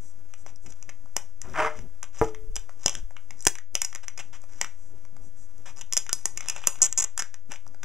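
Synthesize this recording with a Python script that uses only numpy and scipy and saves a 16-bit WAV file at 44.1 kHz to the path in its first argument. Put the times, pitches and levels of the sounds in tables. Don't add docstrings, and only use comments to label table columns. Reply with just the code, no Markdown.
import sys
import numpy as np
from scipy import signal
from scipy.fft import rfft, irfft
from scipy.io import wavfile

SR = 44100
rng = np.random.default_rng(int(sys.argv[2]) if len(sys.argv) > 2 else 0)


def int16_out(signal):
    q = np.round(np.clip(np.atleast_2d(signal).T, -1, 1) * 32767)
    wavfile.write(sys.argv[1], SR, q.astype(np.int16))


N = 345744
TIME = np.arange(N) / SR

# (f/Hz, level/dB)
RUMBLE_EQ = [(8, -3.5), (19, 7.5), (33, -4), (46, -11), (60, -27), (120, -62.5)]
GRIP_EQ = [(40, 1), (75, 2.5), (160, -4.5), (400, -10.5), (1300, -30), (5000, -42.5)]
HISS_EQ = [(300, -1), (1300, 0.5), (3500, -9.5), (4700, -9), (6300, 0), (9000, -10), (12500, -11),
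           (14500, -27.5)]
# (f/Hz, level/dB)
BRUSH_EQ = [(3000, -34), (4800, -17), (6000, 1), (7500, 0), (9500, -9), (13000, -22)]
RUSTLE_EQ = [(3000, -19), (4700, -8), (5600, 3), (6700, 1.5), (9000, -12.5), (12500, -26.5), (15000, -23.5)]
TAP_EQ = [(250, -11.5), (700, 11), (2000, 3), (3500, -12), (6000, 0.5), (12000, -20)]
# (f/Hz, level/dB)
SLIDE_EQ = [(150, -31.5), (380, -26.5), (750, -1.5), (1300, 1.5), (1800, -6.5), (2500, -13), (3500, -26),
            (6000, -25.5), (14000, -47)]
BUMP_EQ = [(40, -2.5), (110, -1.5), (190, -8.5), (370, -2), (750, -3.5), (1300, -12), (3000, -42)]
# (f/Hz, level/dB)
FLEX_EQ = [(150, -9), (400, -7.5), (800, 0), (3200, -1.5), (4000, -7), (5500, -35.5)]
RIP_EQ = [(90, -3.5), (190, -14), (450, -6), (1800, -5), (4000, -11), (5600, -1), (6900, -1),
          (10500, -12.5), (15000, -19)]
CRACK_EQ = [(3500, -25), (4700, -8), (5600, 2.5), (6600, 3), (7700, -4.5), (9000, -11.5), (12000, -18),
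            (15500, -31.5)]
SLIP_EQ = [(3500, -33), (4900, -22), (5900, -8.5), (6700, -9), (7500, -15), (8800, -17.5), (11000, -24),
           (15500, -32.5)]
# (f/Hz, struck level/dB, rubbed level/dB, t60/s)
TABLE_MODES = [(328, -7.5, -19, 0.18), (434.6, -16, -28.5, 0.92), (448.5, 5, -2, 0.14),
               (616, -16, 1.5, 0.22), (654, -6.5, -29.5, 0.1), (843, -5.5, -14.5, 0.053),
               (1100, -16, -9, 0.046), (1260, -28, -17, .15), (1800, -22, -7, .13),
               (2070, -15.5, -4.5, 0.079)]
# (t/s, f/Hz)
FLAP_TUNING = [(1.17, 2180), (2.03, 1300), (2.56, 3000), (2.9, 3080), (3.4, 1900), (4.6, 2147),
               (5.97, 3300), (6.09, 1500), (6.67, 2900), (7.18, 1780)]

# (t/s, length/s, level change/dB)
BED_DIPS = [(3.49, 0.25, -18), (3.76, 0.49, -6), (7.044, 0.46, -10.5), (7.5, .35, -4)]
# (t/s, length/s, level/dB)
CAMERA_SWINGS = [(1.74, 0.28, -42), (2.2, 0.45, -34), (2.94, 0.18, -36.5)]
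# (t/s, length/s, level/dB)
FINGER_PRESSES = [(.64, 0.079, -53), (1.44, 0.13, -46.5), (1.75, 0.13, -47.5), (2.94, 0.063, -51),
                  (5.12, 0.17, -60), (7.49, 0.023, -52)]
# (t/s, length/s, level/dB)
FINGER_BRUSHES = [(.003, 0.125, -59), (.37, 0.067, -61), (.615, .05, -63), (4.76, 0.17, -65.5),
                  (5.21, .09, -63), (5.36, 0.11, -60.5)]
# (t/s, length/s, rustle level/dB, flex level/dB)
FINGER_DRAGS = [(.46, 0.054, -62.5, -57.5), (.66, 0.088, -65, -69), (1.41, 0.42, -64, -58.5),
                (2.13, .18, -57.5, -54.5), (2.79, .22, -57.5, -57.5), (3.37, .086, -59, -64.5),
                (4.48, 0.18, -61, -60.5), (5.76, 0.049, -58, -59), (6.1, 0.16, -61, -64),
                (6.34, .48, -60, -53.5), (7.495, 0.076, -59.5, -51.5)]
# (t/s, level/dB)
NAIL_TAPS = [(.4636, -34.5), (1.059, -47), (2.6938, -37), (3.108, -42.5), (4.439, -44), (5.051, -45.5),
             (5.166, -44.5), (6.805, -40), (7.666, -42), (7.746, -44)]
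# (t/s, push length/s, level/dB)
TABLET_SHOVES = [(1.434, 0.0099, -36.5), (1.536, .118, -22.5)]
# (t/s, level/dB)
TABLET_BUMPS = [(1.166, -26), (2.860, -21.5), (4.614, -31), (6.256, -34.5), (6.672, -23.5), (6.819, -32)]
# (t/s, length/s, level/dB)
EDGE_SCRAPES = [(4.032, 0.016, -38.5), (4.19, .022, -27.5), (4.329, .04, -36), (5.657, 0.051, -32.5)]
# (t/s, level/dB)
GLUE_TICKS = [(.56, -43), (.705, -43), (2.595, -42), (3.4065, -32.5), (3.425, -32.5), (3.7453, -38),
              (4.418, -46), (5.581, -51), (7.678, -44.5)]
# (t/s, crack level/dB, flex level/dB, nominal buckling time/ms)
CREASE_SNAPS = [(.338, -40, -41, 1), (.661, -40.5, -44, 5.3), (.7225, -42.5, -49, 1.5),
                (0.8264, -36.5, -48, 0.37), (.892, -37, -35.5, 3.8), (1.1656, -15.5, -26, 1.14),
                (1.4167, -28.5, -42.5, 0.21), (2.0294, -28.5, -33, 1.26), (2.0404, -41, -39, .5),
                (2.3474, -43, -38, 0.52), (2.5573, -25, -41.5, .18), (2.5642, -23.5, -29, 1.2),
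                (2.8604, -8.5, -21, 0.98), (2.881, -19.5, -21, 0.98), (2.895, -22.5, -37, .16),
                (2.9422, -38, -49, .3), (2.9519, -28, -30.5, 0.83), (3.166, -48, -36.5, 1.45),
                (3.307, -36.5, -37, 0.98), (3.4524, -22.5, -37, .5), (3.482, -19.5, -29.5, 1.2),
                (3.554, -34.5, -35.5, 0.43), (3.5856, -36.5, -36, 0.33), (3.753, -13.5, -21.5, .43),
                (3.8173, -14, -25, 1.5), (3.8468, -18, -32, 2.9), (3.9279, -39.5, -38, 1.7),
                (3.95, -28.5, -35, 0.31), (3.9587, -31, -34, 0.25), (4.082, -26.5, -33, 0.58),
                (4.1756, -31, -36.5, 3.7), (4.6134, -15.5, -19.5, 0.92), (4.6448, -31.5, -28.5, 1.4),
                (5.811, -30.5, -35, 4.5), (5.9254, -20, -29.5, 0.12), (5.9348, -16.5, -34.5, .14),
                (5.9684, -13.5, -24, 0.22), (5.9748, -11, -29, .7), (6.0654, -39, -37.5, .51),
                (6.0935, -26.5, -27.5, 0.28), (6.1299, -12, -36.5, .3), (6.2561, -13.5, -28.5, .7),
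                (6.374, -22, -32, 2.4), (6.4063, -29, -32, 2.3), (6.4853, -19, -27.5, 0.98),
                (6.4975, -18.5, -27, 2.4), (6.563, -35, -30.5, 1.6), (6.6384, -46, -31.5, 1.5),
                (6.6716, -7, -22.5, 1.2), (7.1773, -20, -28, 0.52), (7.192, -17.5, -24, 7.5),
                (7.222, -24, -26.5, 0.79), (7.3427, -37, -40, .46), (7.5185, -31.5, -32.5, .96),
                (7.5374, -38, -39, 0.8), (7.8315, -34, -31.5, 3)]
# (t/s, length/s, starting level/dB)
FILM_PULLS = [(6.8185, .0135, -6), (6.837, .015, -15), (6.8545, .012, -18), (6.9264, .002, -17),
              (6.9764, .017, -14.5), (6.9985, .012, -17), (7.0217, .0071, -20.5), (7.0405, .0059, -19)]

SWAY_DB, GRIP_DB, GRAZE_DB = -52.5, -61, -66.5
SHOVE_ATTACK_S, COAST_DB_PER_S = 0.049, 329.5
CREAK_DB, CREAK_S, SETTLE_DB, SETTLE_S = -24, 0.003, -14, 0.012
FLAP_Q, FLAP_DB = 3.6, 4
SLIP_HZ, SLIP_MS, SLIP_CLICK_DB = 6810, 1.2, -9.5
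RELOAD_S, RELOAD_AT_DB, RELOAD_DOUBLES_DB, RELOAD_JITTER = 0.003, -16, 24.5, 0.095
SAG_DB_PER_S, SLIP_SCATTER_DB = 170.5, 1
NOTCH_HZ, NOTCH_Q, TOP_HZ = 4217, 4.7, 15800
DC_OFFSET = (0.0496, 0.0153)


def undb(db):
    return 10 ** (np.asarray(db) / 20)


def unit(x):
    return x / np.sqrt(np.mean(x ** 2))


def eq(x, curve, size=4096):
    hz, db = np.transpose(curve)
    grid = np.maximum(np.arange(size // 2 + 1) * SR / size, 1)
    cepstrum = irfft(np.log(undb(np.interp(np.log(grid), np.log(hz), db))))
    cepstrum[1:size // 2] *= 2
    cepstrum[size // 2 + 1:] = 0
    return signal.fftconvolve(x, irfft(np.exp(rfft(cepstrum))))[:len(x)]


def add(track, s, sound, db):
    i = int(s * SR)
    sound = sound * undb(db) * np.sqrt(SR / 1000 / np.sum(sound ** 2))
    track[i:i + len(sound)] += sound[:N - i]


def burst(ms, grit, ring_db, ring_ms, size=2048):
    t_ms = np.arange(size) / SR * 1000
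    rattle = grit * np.exp(-(t_ms / ms) ** 2 / 2)
    push = rng.standard_normal(size) * (rattle + undb(ring_db) * np.exp(-t_ms / ring_ms))
    push[0] += 1
    return push


def grains(per_s, spread_db):
    gains = undb(spread_db * np.minimum(rng.exponential(size=N), 5))
    return (rng.random(N) < per_s / SR) * gains * rng.standard_normal(N)


def crackle(decay_s, spread_db=0.5, size=6144):
    gains = undb(spread_db * np.minimum(rng.exponential(size=size), 5))
    releases = rng.standard_normal(size) * gains * (rng.random(size) < 0.2)
    return releases * np.exp(-np.arange(size) / SR / decay_s)


def rasp(length_s, size=6144):
    return rng.standard_normal(size) * np.exp(-(np.arange(size) / SR / length_s) ** 4)


def drift(per_s):
    knots = rng.standard_normal(N // 100)
    return np.interp(TIME * per_s, np.arange(len(knots)), knots)


def strokes(cues, column=2):
    gain = np.zeros(N + SR)
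    for cue in cues:
        i, n = int(cue[0] * SR), int(cue[1] * SR)
        gain[i:i + n] += undb(cue[column]) * np.sqrt(np.sin(np.pi * np.arange(n) / n))
    return gain[:N]


def dip_db():
    return sum(db * np.sqrt(np.maximum(1 - (2 * (TIME - s) / length - 1) ** 2, 0))
               for s, length, db in BED_DIPS)


def room(x, t60_s, wet_db, size=SR // 2):
    t = np.arange(size) / SR
    onset = 1 - np.exp(-(t / 0.0023) ** 2)
    tail = rng.standard_normal(size) * np.exp(-np.log(1000) * t / t60_s) * onset
    return x + undb(wet_db) * signal.fftconvolve(x, tail / np.sqrt(np.sum(tail ** 2)))[:N]


def grazing():
    swell_db = 1.3 * drift(per_s=51) + 1.6 * drift(per_s=5.2)
    hiss = unit(eq(grains(per_s=9700, spread_db=1.0), HISS_EQ))
    return hiss * undb(GRAZE_DB + 0.7 * dip_db() + swell_db)


def port_grip():
    sides = np.array([unit(eq(noise, GRIP_EQ)) for noise in rng.standard_normal((2, N))])
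    return sides * undb(GRIP_DB - 5.5 + dip_db())


def handling():
    rumble = unit(eq(rng.standard_normal(N), RUMBLE_EQ, size=32768))
    sway = undb(SWAY_DB + dip_db()) + strokes(CAMERA_SWINGS)
    grip = undb(GRIP_DB + dip_db() + 4.8 * drift(per_s=18))
    skin = unit(eq(rng.standard_normal(N), GRIP_EQ))
    return rumble * sway + skin * (grip + undb(1.0) * strokes(FINGER_PRESSES))


def brushing():
    return unit(eq(rng.standard_normal(N), BRUSH_EQ)) * strokes(FINGER_BRUSHES)


def dragging(smear_s=0.00021):
    contacts = grains(per_s=2200, spread_db=3.5) * undb(3.5 * drift(per_s=61))
    energy = signal.lfilter([1], [1, -np.exp(-1 / SR / smear_s)], contacts ** 2)
    catches = rng.standard_normal(N) * np.sqrt(energy)
    rustle = unit(eq(catches, RUSTLE_EQ)) * strokes(FINGER_DRAGS)
    body = unit(eq(catches, FLEX_EQ)) * strokes(FINGER_DRAGS, column=3)
    return rustle * undb(7.5), body * undb(1.54)


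def nail_taps():
    out = np.zeros(N)
    for s, db in NAIL_TAPS:
        add(out, s, eq(burst(ms=1.5, grit=0.2, ring_db=-28.5, ring_ms=4.8), TAP_EQ), db)
    return out


def table_ring(struck):
    t = np.arange(SR) / SR
    return sum(undb(hit_db if struck else rub_db) * np.sin(2 * np.pi * hz * t) * 1000 ** (-t / t60)
               for hz, hit_db, rub_db, t60 in TABLE_MODES)


def sliding():
    force = np.zeros(N)
    for s, length, db in TABLET_SHOVES:
        attack = np.clip((TIME - s) / SHOVE_ATTACK_S, 0, 1)
        force += attack * undb(db - COAST_DB_PER_S * np.maximum(TIME - s - length, 0))
    catches = grains(per_s=3000, spread_db=1.5) * undb(2.4 * drift(per_s=150)) * force
    ring = unit(signal.fftconvolve(catches, table_ring(struck=False))[:N])
    scrape = unit(eq(catches, SLIDE_EQ)) + undb(-4) * ring
    return unit(scrape) * np.sqrt(np.mean(force ** 2)) * undb(-1.5)


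def knock(at_s=2.2145):
    out = np.zeros(N)
    add(out, at_s, table_ring(struck=True), db=-7.5)
    add(out, at_s, eq(burst(ms=2.2, grit=0.013, ring_db=-25, ring_ms=13), BUMP_EQ), db=-9)
    return out


def scraping():
    out = np.zeros(N)
    for s, length, db in EDGE_SCRAPES:
        catches = rasp(length)
        add(out, s, eq(catches, FLEX_EQ), db)
        add(out, s, eq(catches, RUSTLE_EQ), db - 2)
    return out


def tab_rip(at_s=3.4678):
    out = np.zeros(N)
    add(out, at_s, eq(rasp(length_s=0.0063), RIP_EQ), db=-2.5)
    return out


def flap(push, hz, ring_db):
    flex = eq(push, FLEX_EQ)
    return flex + undb(ring_db) * signal.lfilter(*signal.iirpeak(hz, FLAP_Q, fs=SR), flex)


def disperse(x, hz, q):
    return x - 2 * signal.lfilter(*signal.iirpeak(hz, q, fs=SR), x)


def creases(pitch_spread=0.03):
    top, body = np.zeros(N), np.zeros(N)
    pitches = np.exp(pitch_spread * rng.standard_normal(len(CREASE_SNAPS)))
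    for (s, crack_db, flex_db, ms), pitch in zip(CREASE_SNAPS, pitches):
        crack = burst(1.3 * ms, grit=0.68 * ms, ring_db=-35, ring_ms=5.9)
        flex = burst(1.4 * ms, grit=0.5 * ms, ring_db=-18.5, ring_ms=3.6)
        creak = crackle(CREAK_S)[::-1]
        flap_hz = np.interp(s, *np.transpose(FLAP_TUNING))
        add(top, s - len(creak) / SR, eq(creak, CRACK_EQ), crack_db + CREAK_DB)
        add(top, s, eq(crack, np.array(CRACK_EQ) * [pitch, 1]), crack_db + 1.67)
        add(top, s, eq(crackle(SETTLE_S), RUSTLE_EQ), crack_db + SETTLE_DB)
        add(body, s, flap(flex, flap_hz, FLAP_DB), flex_db + 1.02)
        add(body, s, flap(crackle(SETTLE_S), flap_hz, FLAP_DB - 4), flex_db + SETTLE_DB + 3.5)
    for s, db in GLUE_TICKS:
        add(top, s, eq(burst(ms=0.4, grit=0.3, ring_db=-28, ring_ms=3), CRACK_EQ), db)
    for s, db in TABLET_BUMPS:
        add(body, s, eq(burst(ms=0.62, grit=0.24, ring_db=-38.5, ring_ms=6.3), BUMP_EQ), db)
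    return disperse(top, hz=6500, q=1.3), body


def slips(max_per_pull=12):
    for start, length, first_db in FILM_PULLS:
        t = 0
        for late, strong in rng.standard_normal((max_per_pull, 2)):
            db = first_db - SAG_DB_PER_S * t
            if t < length:
                yield start + t, db + SLIP_SCATTER_DB * strong
            t += RELOAD_S * 2 ** ((db - RELOAD_AT_DB) / RELOAD_DOUBLES_DB) * np.exp(RELOAD_JITTER * late)


def chirp(hz, ms, glide=0.19):
    n = int(ms * SR / 1000)
    falling_hz = hz * (1 + glide * np.linspace(1, -1, n))
    return np.hanning(n) * np.sin(2 * np.pi * np.cumsum(falling_hz) / SR)


def peeling():
    top, body = np.zeros(N), np.zeros(N)
    for s, db in slips():
        ping = chirp(SLIP_HZ * (1 + 0.031 * rng.standard_normal()), SLIP_MS)
        click = burst(ms=0.12, grit=0.58, ring_db=-20.5, ring_ms=4)
        flex = burst(ms=1.0, grit=0.27, ring_db=-15, ring_ms=7.6)
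        add(top, s, ping, db - 0.3)
        add(top, s, eq(click, SLIP_EQ), db + SLIP_CLICK_DB)
        add(body, s, eq(flex, FLEX_EQ), -29 + 0.33 * db)
    return top, body


def scene():
    cracks, crease_body = creases()
    rustle, drag_body = dragging()
    mix = room(sliding() + knock(), t60_s=0.22, wet_db=-8.5) + handling() + grazing()
    mix += room(cracks + rustle + brushing(), t60_s=0.25, wet_db=-15)
    grip = port_grip()
    mix += room(crease_body + drag_body + nail_taps() + scraping(), t60_s=0.23, wet_db=-8.5)
    mix += room(tab_rip(), t60_s=0.22, wet_db=-17.5)
    ticks, peel_body = peeling()
    mix += room(ticks, t60_s=0.24, wet_db=-20.5) + room(peel_body, t60_s=0.24, wet_db=-9.5)
    left = np.append(0, mix[:-1])
    return np.array([left, mix]) + grip


def record(dry):
    notched = signal.lfilter(*signal.iirnotch(NOTCH_HZ, NOTCH_Q, fs=SR), dry)
    high_cut = signal.ellip(8, 0.2, 70, TOP_HZ, fs=SR, output="sos")
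    return np.clip(signal.sosfilt(high_cut, notched) + np.array(DC_OFFSET)[:, None], -1, 1)


dry = scene()
out = record(dry)
int16_out(out)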